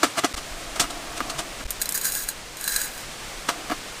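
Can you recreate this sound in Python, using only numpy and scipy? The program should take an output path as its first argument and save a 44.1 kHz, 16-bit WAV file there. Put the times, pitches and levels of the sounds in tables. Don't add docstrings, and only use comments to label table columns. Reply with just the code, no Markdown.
import sys
import numpy as np
from scipy import signal
from scipy.fft import rfft, irfft, next_fast_len
from scipy.io import wavfile
from scipy.ndimage import map_coordinates

SR = 44100
rng = np.random.default_rng(int(sys.argv[2]) if len(sys.argv) > 2 else 0)


def materialize(psi):
    bounded = np.clip(np.atleast_2d(psi).T, -1, 1)
    quanta = np.round(bounded * 32767).astype(np.int16)
    wavfile.write(sys.argv[1], SR, quanta)


N = 176400

# start_s, thump_db, knock_db, clash_db, hold_s, fade_s
PART_KNOCKS = [(0.032, -20, -14.5, -20.5, 0.0085, 0.067), (0.188, -39, -25.5, -24.5, 0.0063, 0.034),
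               (0.237, -25, -24, -34, 0.01, 0.029), (0.2447, -22.5, -16, -19, 0.0014, 0.061),
               (0.7965, -35, -23, -15.5, 0.0074, 0.11), (1.204, -27.5, -19.5, -41, 0.0028, 0.038),
               (3.488, -30, -16, -21.5, 0.0017, 0.069), (3.699, -26.5, -23, -42, 0.0026, 0.03),
               (3.713, -27.5, -23.5, -39, 0.0086, 0.081)]
# peak_s, rise_s, fade_s, rasp_db, body_db
PART_SCRAPES = [(0.034, 0.013, 0.23, -26.5, -28), (.183, .014, 0.066, -25, -19.5),
                (.345, .01, 0.045, -30.5, -31.5), (.38, 0.027, 0.079, -30.5, -33),
                (.76, .003, 0.12, -32, -30.5), (0.844, 0.039, 0.087, -52, -28.5),
                (.906, 0.0053, 0.059, -30, -36), (1.179, 0.0095, 0.037, -29.5, -37),
                (1.3, .004, 0.063, -25, -31), (1.391, 0.0087, 0.094, -24.5, -27.5),
                (1.61, 0.0095, 0.052, -56, -31.5), (3.488, 0.0094, 0.18, -31, -39)]
# pitch_hz, width_hz, level_db
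THUMP_NOTES = [(304, 46, 0), (400, 70, -7)]
# pitch_hz, width_hz, level_db
KNOCK_NOTES = [(714, 60, 1), (1200, 150, 0), (1610, 90, -7), (1970, 65, -8), (2840, 55, -8)]
# pitch_hz, width_hz, level_db
GRIPPED_NOTES = [(318, 45, -2), (680, 80, 0), (1110, 170, -8)]
# pitch_hz, level_db
THUMP_TONE = [(120, -50), (200, -17), (280, -6.5), (460, -17.5), (1500, -69)]
# pitch_hz, level_db
KNOCK_TONE = [(330, -20.5), (670, 1.5), (950, 6), (1400, 3.5), (3500, -23.5), (12000, -36)]
# pitch_hz, level_db
CLASH_TONE = [(600, 0), (2000, 0), (3200, 4.5), (8700, 3), (11000, -8), (15500, -18)]
# pitch_hz, level_db, fade_s
SLEEVE_NOTES = [(3405, -6, .13), (5868, -2, .1)]
# time_s, level_db
RUB_LEVELS = [(0, -57), (.6, -44.5), (1.15, -40), (1.4, -38), (1.8, -67), (3.3, -56), (3.55, -40), (4, -59)]
# start_s, level_db, ring_db (the chamber's ring compared with the click)
BEAN_LANDINGS = [(1.706, -16, -18), (1.8164, -18, 2.5), (1.8206, -16, -4), (1.8567, -25.5, 4.5),
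                 (1.8911, -15.5, -16), (1.910, -27, -8), (1.923, -18.5, -18), (1.944, -23, -2),
                 (1.977, -18, -10), (2.013, -24, 1.5), (2.046, -22, -5), (2.0533, -20.5, 5),
                 (2.121, -20, -8), (2.152, -18.5, -14), (2.2372, -29, 3), (2.2882, -21, 5), (2.57, -33, 4),
                 (2.6109, -25, -3), (2.6415, -21.5, -3), (2.678, -16.5, 0.5), (2.762, -19.5, 7.5),
                 (2.8154, -25.5, 6.5), (2.978, -35, 2)]
# time_s, level_db
POUR_LEVELS = [
    [(1.8, -37), (1.938, -52), (1.948, -21), (2.005, -39), (2.055, -23), (2.085, -24.5), (2.108, -33.5),
     (2.16, -26), (2.23, -31.5), (2.268, -43.5), (2.292, -28), (2.335, -51)],
    [(2.58, -43), (2.69, -27), (2.77, -26.5), (2.855, -29), (2.895, -42), (3.01, -41), (3.05, -55)],
]
# pitch_hz, width_hz, level_db
CHAMBER_NOTES = [(1620, 120, -2), (4040, 55, 0), (4800, 100, -7), (6100, 220, -10), (6790, 90, 2),
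                 (8160, 160, .5), (9500, 300, -5), (10750, 150, -7), (13250, 240, -2), (14600, 290, -8)]
# pitch_hz, level_db
CLICK_TONE = [(800, -14), (6000, -2.5), (9200, 6.5), (11000, 1.5), (13300, 5.5), (15500, -13)]
# start_s, pitch_hz, level_db, fade_s
TABLE_NOTE = (1.35, 143.5, -34.5, 0.2)
# start_s, level_db
HAND_BUMPS = [(.338, -25.5), (0.512, -27.5), (1.653, -22.5)]
# pitch_hz, level_db
HISS_TONE = [(53, -43), (90, -1), (375, -1.5), (486, 0), (971, -2), (2410, -3), (8800, -9), (10800, -16.5),
             (15800, -23)]
# time_s, level_db
HISS_LEVELS = [(1.6, -37), (2.45, -39.5), (3.2, -37)]
# pitch_hz, level_db
RUMBLE_TONE = [(12, -15), (35, -11.5), (80, -30), (400, -69)]
# time_s, level_db
RUMBLE_LEVELS = [(.28, -62), (.4, -43), (2, -44), (4, -47.5)]
# start_s, recovery_s
DROPOUTS = [(0.3297, 0.014), (.353, 0.021), (1.642, 0.014), (1.667, 0.02)]

TOP_HZ = 15560


def grinder():
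    thump = hollow_body(THUMP_NOTES, THUMP_TONE, dull_db=-1)
    knock = hollow_body(KNOCK_NOTES, KNOCK_TONE, dull_db=-9)
    return knocks(thump, knock) + scrapes(knock + amp(-8.5) * thump) + rubbing()


def hollow_body(notes, tone, dull_db):
    response, dull = ring(notes), tap_with_tone(tone)
    response[:len(dull)] += amp(dull_db) * dull
    return response / np.linalg.norm(response)


def knocks(thump, knock, clash_rise_s=0.0012, usual_clash_db=-20):
    out, t = np.zeros(N), np.arange(SR // 3) / SR
    sleeve = sum(amp(db - 60 * t / fade_s) * np.sin(2 * np.pi * hz * t)
                 for hz, db, fade_s in SLEEVE_NOTES)
    for start_s, thump_db, knock_db, clash_db, hold_s, fade_s in PART_KNOCKS:
        fade = amp(-60 * np.maximum(t - hold_s, 0) / fade_s)
        tilt_db_per_khz = .06 * (clash_db - usual_clash_db)
        steel = tap_with_tone([(hz, db + tilt_db_per_khz * hz / 1000) for hz, db in CLASH_TONE])
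        low = amp(thump_db) * rattle(fade, thump, per_s=1100, strike=0.33)
        middle = amp(knock_db) * rattle(fade, knock, per_s=2700, strike=0.37)
        clash = rattle(fade * (1 - np.exp(-t / clash_rise_s)), steel, per_s=13000)
        add(out, start_s, low + middle + amp(clash_db) * (clash + amp(-7) * sleeve))
    return out


def scrapes(hollow):
    out, t = np.zeros(N), np.arange(SR // 3) / SR
    steel = tap_with_tone(CLASH_TONE)
    for peak_s, rise_s, fade_s, rasp_db, body_db in PART_SCRAPES:
        past_peak = t - 2 * rise_s
        stroke = amp(np.where(past_peak < 0, 12 * past_peak / rise_s, -60 * past_peak / fade_s))
        rasp = amp(rasp_db) * rattle(stroke, steel, per_s=20000)
        body = amp(body_db) * rattle(stroke, hollow, per_s=4400)
        add(out, peak_s - 2 * rise_s, rasp + body)
    return out


def rubbing():
    friction = tiny_hits(2500, spread_db=2.5)
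    return level(RUB_LEVELS) * unit(through(friction, ring(GRIPPED_NOTES)))


def single_beans():
    out, t = np.zeros(N), np.arange(SR // 10) / SR
    bean = tap_with_tone(CLICK_TONE)
    touch = amp(-60 * t / 0.0076) + amp(-11 - 60 * t / 0.068)
    for start_s, db, ring_db in BEAN_LANDINGS:
        click = rattle(touch, bean, per_s=15000)
        ringing = rattle(touch, chamber(start_s), per_s=3000, strike=.7)
        add(out, start_s, amp(db) * (click + amp(ring_db) * ringing))
    return out


def pours(hits_per_s=1600, spots=8, wall_db=-2.5, ping_db=-6):
    out = np.zeros(N)
    for pour in POUR_LEVELS:
        start_s, end_s, flow = pour[0][0], pour[-1][0], level(pour)
        for _ in range(spots):
            hits = flow * tiny_hits(hits_per_s / spots, spread_db=2.5)
            out += amp(wall_db) * through(hits, chamber((start_s + end_s) / 2)) / np.sqrt(spots)
        out += amp(ping_db) * flow * pings(start_s, end_s)
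    return out


def chamber(time_s, detune_share=.006, spread_db=2):
    tilt_db_per_khz = -.85 * np.interp(time_s, (2.2, 3), (0, 1))
    notes = []
    for hz, width_hz, db in CHAMBER_NOTES:
        pitch_hz = hz * (1 + detune_share * rng.normal())
        level_db = db + tilt_db_per_khz * hz / 1000 + spread_db * rng.normal()
        notes.append((pitch_hz, width_hz, level_db))
    return ring(notes, sign=-1)


def pings(start_s, end_s, per_s=4500, low_hz=4600, fade_s=.012, spread_db=8):
    t, length_s = np.arange(round(fade_s * SR)) / SR, end_s - start_s
    when, pitch, strength = rng.random((int(per_s * length_s), 3)).T[:, :, None]
    hz = low_hz + (TOP_HZ - low_hz) * pitch
    waves = amp(spread_db * strength - 60 * t / fade_s) * np.sin(2 * np.pi * hz * t)
    positions = ((start_s + when * length_s) * SR).astype(int) + np.arange(len(t))
    mixed = np.bincount(positions.ravel(), waves.ravel(), N)[:N]
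    return unit(mixed) * np.sqrt(length_s * SR / N)


def table_hum():
    start_s, hz, db, fade_s = TABLE_NOTE
    t = np.maximum(clock() - start_s, 0)
    return amp(db - 60 * t / fade_s) * np.sin(2 * np.pi * hz * t)


def hand_bumps(pitch_hz=42, fade_s=.13):
    out, t = np.zeros(N), np.arange(SR // 4) / SR
    for start_s, db in HAND_BUMPS:
        add(out, start_s, amp(db - 60 * t / fade_s) * np.sin(2 * np.pi * pitch_hz * t))
    return out


def burner(flutter_db=0.43, flutters_per_s=24.51):
    hiss = unit(through(rng.standard_normal(N), tap_with_tone(HISS_TONE)))
    hiss *= amp(np.interp(clock(), *np.transpose(HISS_LEVELS)))
    flutter = map_coordinates(rng.standard_normal(512), [clock() * flutters_per_s], mode="wrap")
    puffs = unit(through(tiny_hits(110, spread_db=5.5), tap_with_tone(RUMBLE_TONE, size=16384)))
    return hiss * amp(flutter_db * flutter) + puffs * level(RUMBLE_LEVELS)


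def with_echo(sound, echo_db=-28, rise_s=0.013, fade_s=0.29):
    t = np.arange(SR // 3) / SR
    tail = rng.standard_normal(len(t)) * amp(-60 * t / fade_s) * (1 - np.exp(-t / rise_s))
    return sound + amp(echo_db) * through(sound, tail / np.linalg.norm(tail))


def rattle(loudness, response, per_s, strike=0):
    force = loudness * tiny_hits(per_s, spread_db=5.5, samples=len(loudness))
    force[0] += strike * np.linalg.norm(force)
    return unit(through(force, response)) * np.sqrt(np.mean(loudness ** 2))


def tiny_hits(per_s, spread_db, samples=N):
    hit = rng.random(samples) < per_s / SR
    direction = np.sign(rng.standard_normal(samples))
    strength = amp(spread_db * np.clip(rng.standard_normal(samples), -2, 2))
    return unit(hit * direction * strength)


def ring(notes, size=4096, sign=1):
    t = np.arange(size) / SR
    response = sum(sign ** k * amp(db) * width * np.exp(-np.pi * width * t) * np.cos(2 * np.pi * hz * t)
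                   for k, (hz, width, db) in enumerate(notes))
    return response / np.linalg.norm(response)


def tap_with_tone(tone, size=2048):
    hz, db = np.transpose(tone)
    gain = amp(np.interp(np.log(np.fft.rfftfreq(size, 1 / SR) + 1), np.log(hz), db))
    cepstrum = irfft(np.log(gain))
    cepstrum[1:size // 2] *= 2
    cepstrum[size // 2 + 1:] = 0
    response = irfft(np.exp(rfft(cepstrum)))
    return response / np.linalg.norm(response)


def through(sound, response):
    return signal.fftconvolve(sound, response)[:len(sound)]


def amp(db):
    return 10 ** (np.asarray(db) / 20)


def unit(sound):
    return sound / np.sqrt(np.mean(sound ** 2) + 1e-20)


def clock():
    return np.arange(N) / SR


def level(points):
    return amp(np.interp(clock(), *np.transpose(points), left=-120, right=-120))


def add(out, start_s, sound):
    i = max(0, round(start_s * SR))
    out[i:i + len(sound)] += sound[:N - i]


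def scene():
    mono = with_echo(grinder() + single_beans() + pours()) + table_hum() + hand_bumps() + burner()
    return np.array([mono, mono])


def record(dry):
    gain = np.ones(N)
    for start_s, recovery_s in DROPOUTS:
        progress = (clock() - start_s) / recovery_s
        gain *= np.where(progress < 0, 1, np.sin(np.pi / 2 * np.clip(progress, 0, 1)) ** 2)
    size = next_fast_len(N + SR // 2)
    below_top = np.fft.rfftfreq(size, 1 / SR) < TOP_HZ
    return irfft(rfft(dry * gain, size) * below_top, size)[:, :N]


dry = scene()
out = record(dry)
materialize(out)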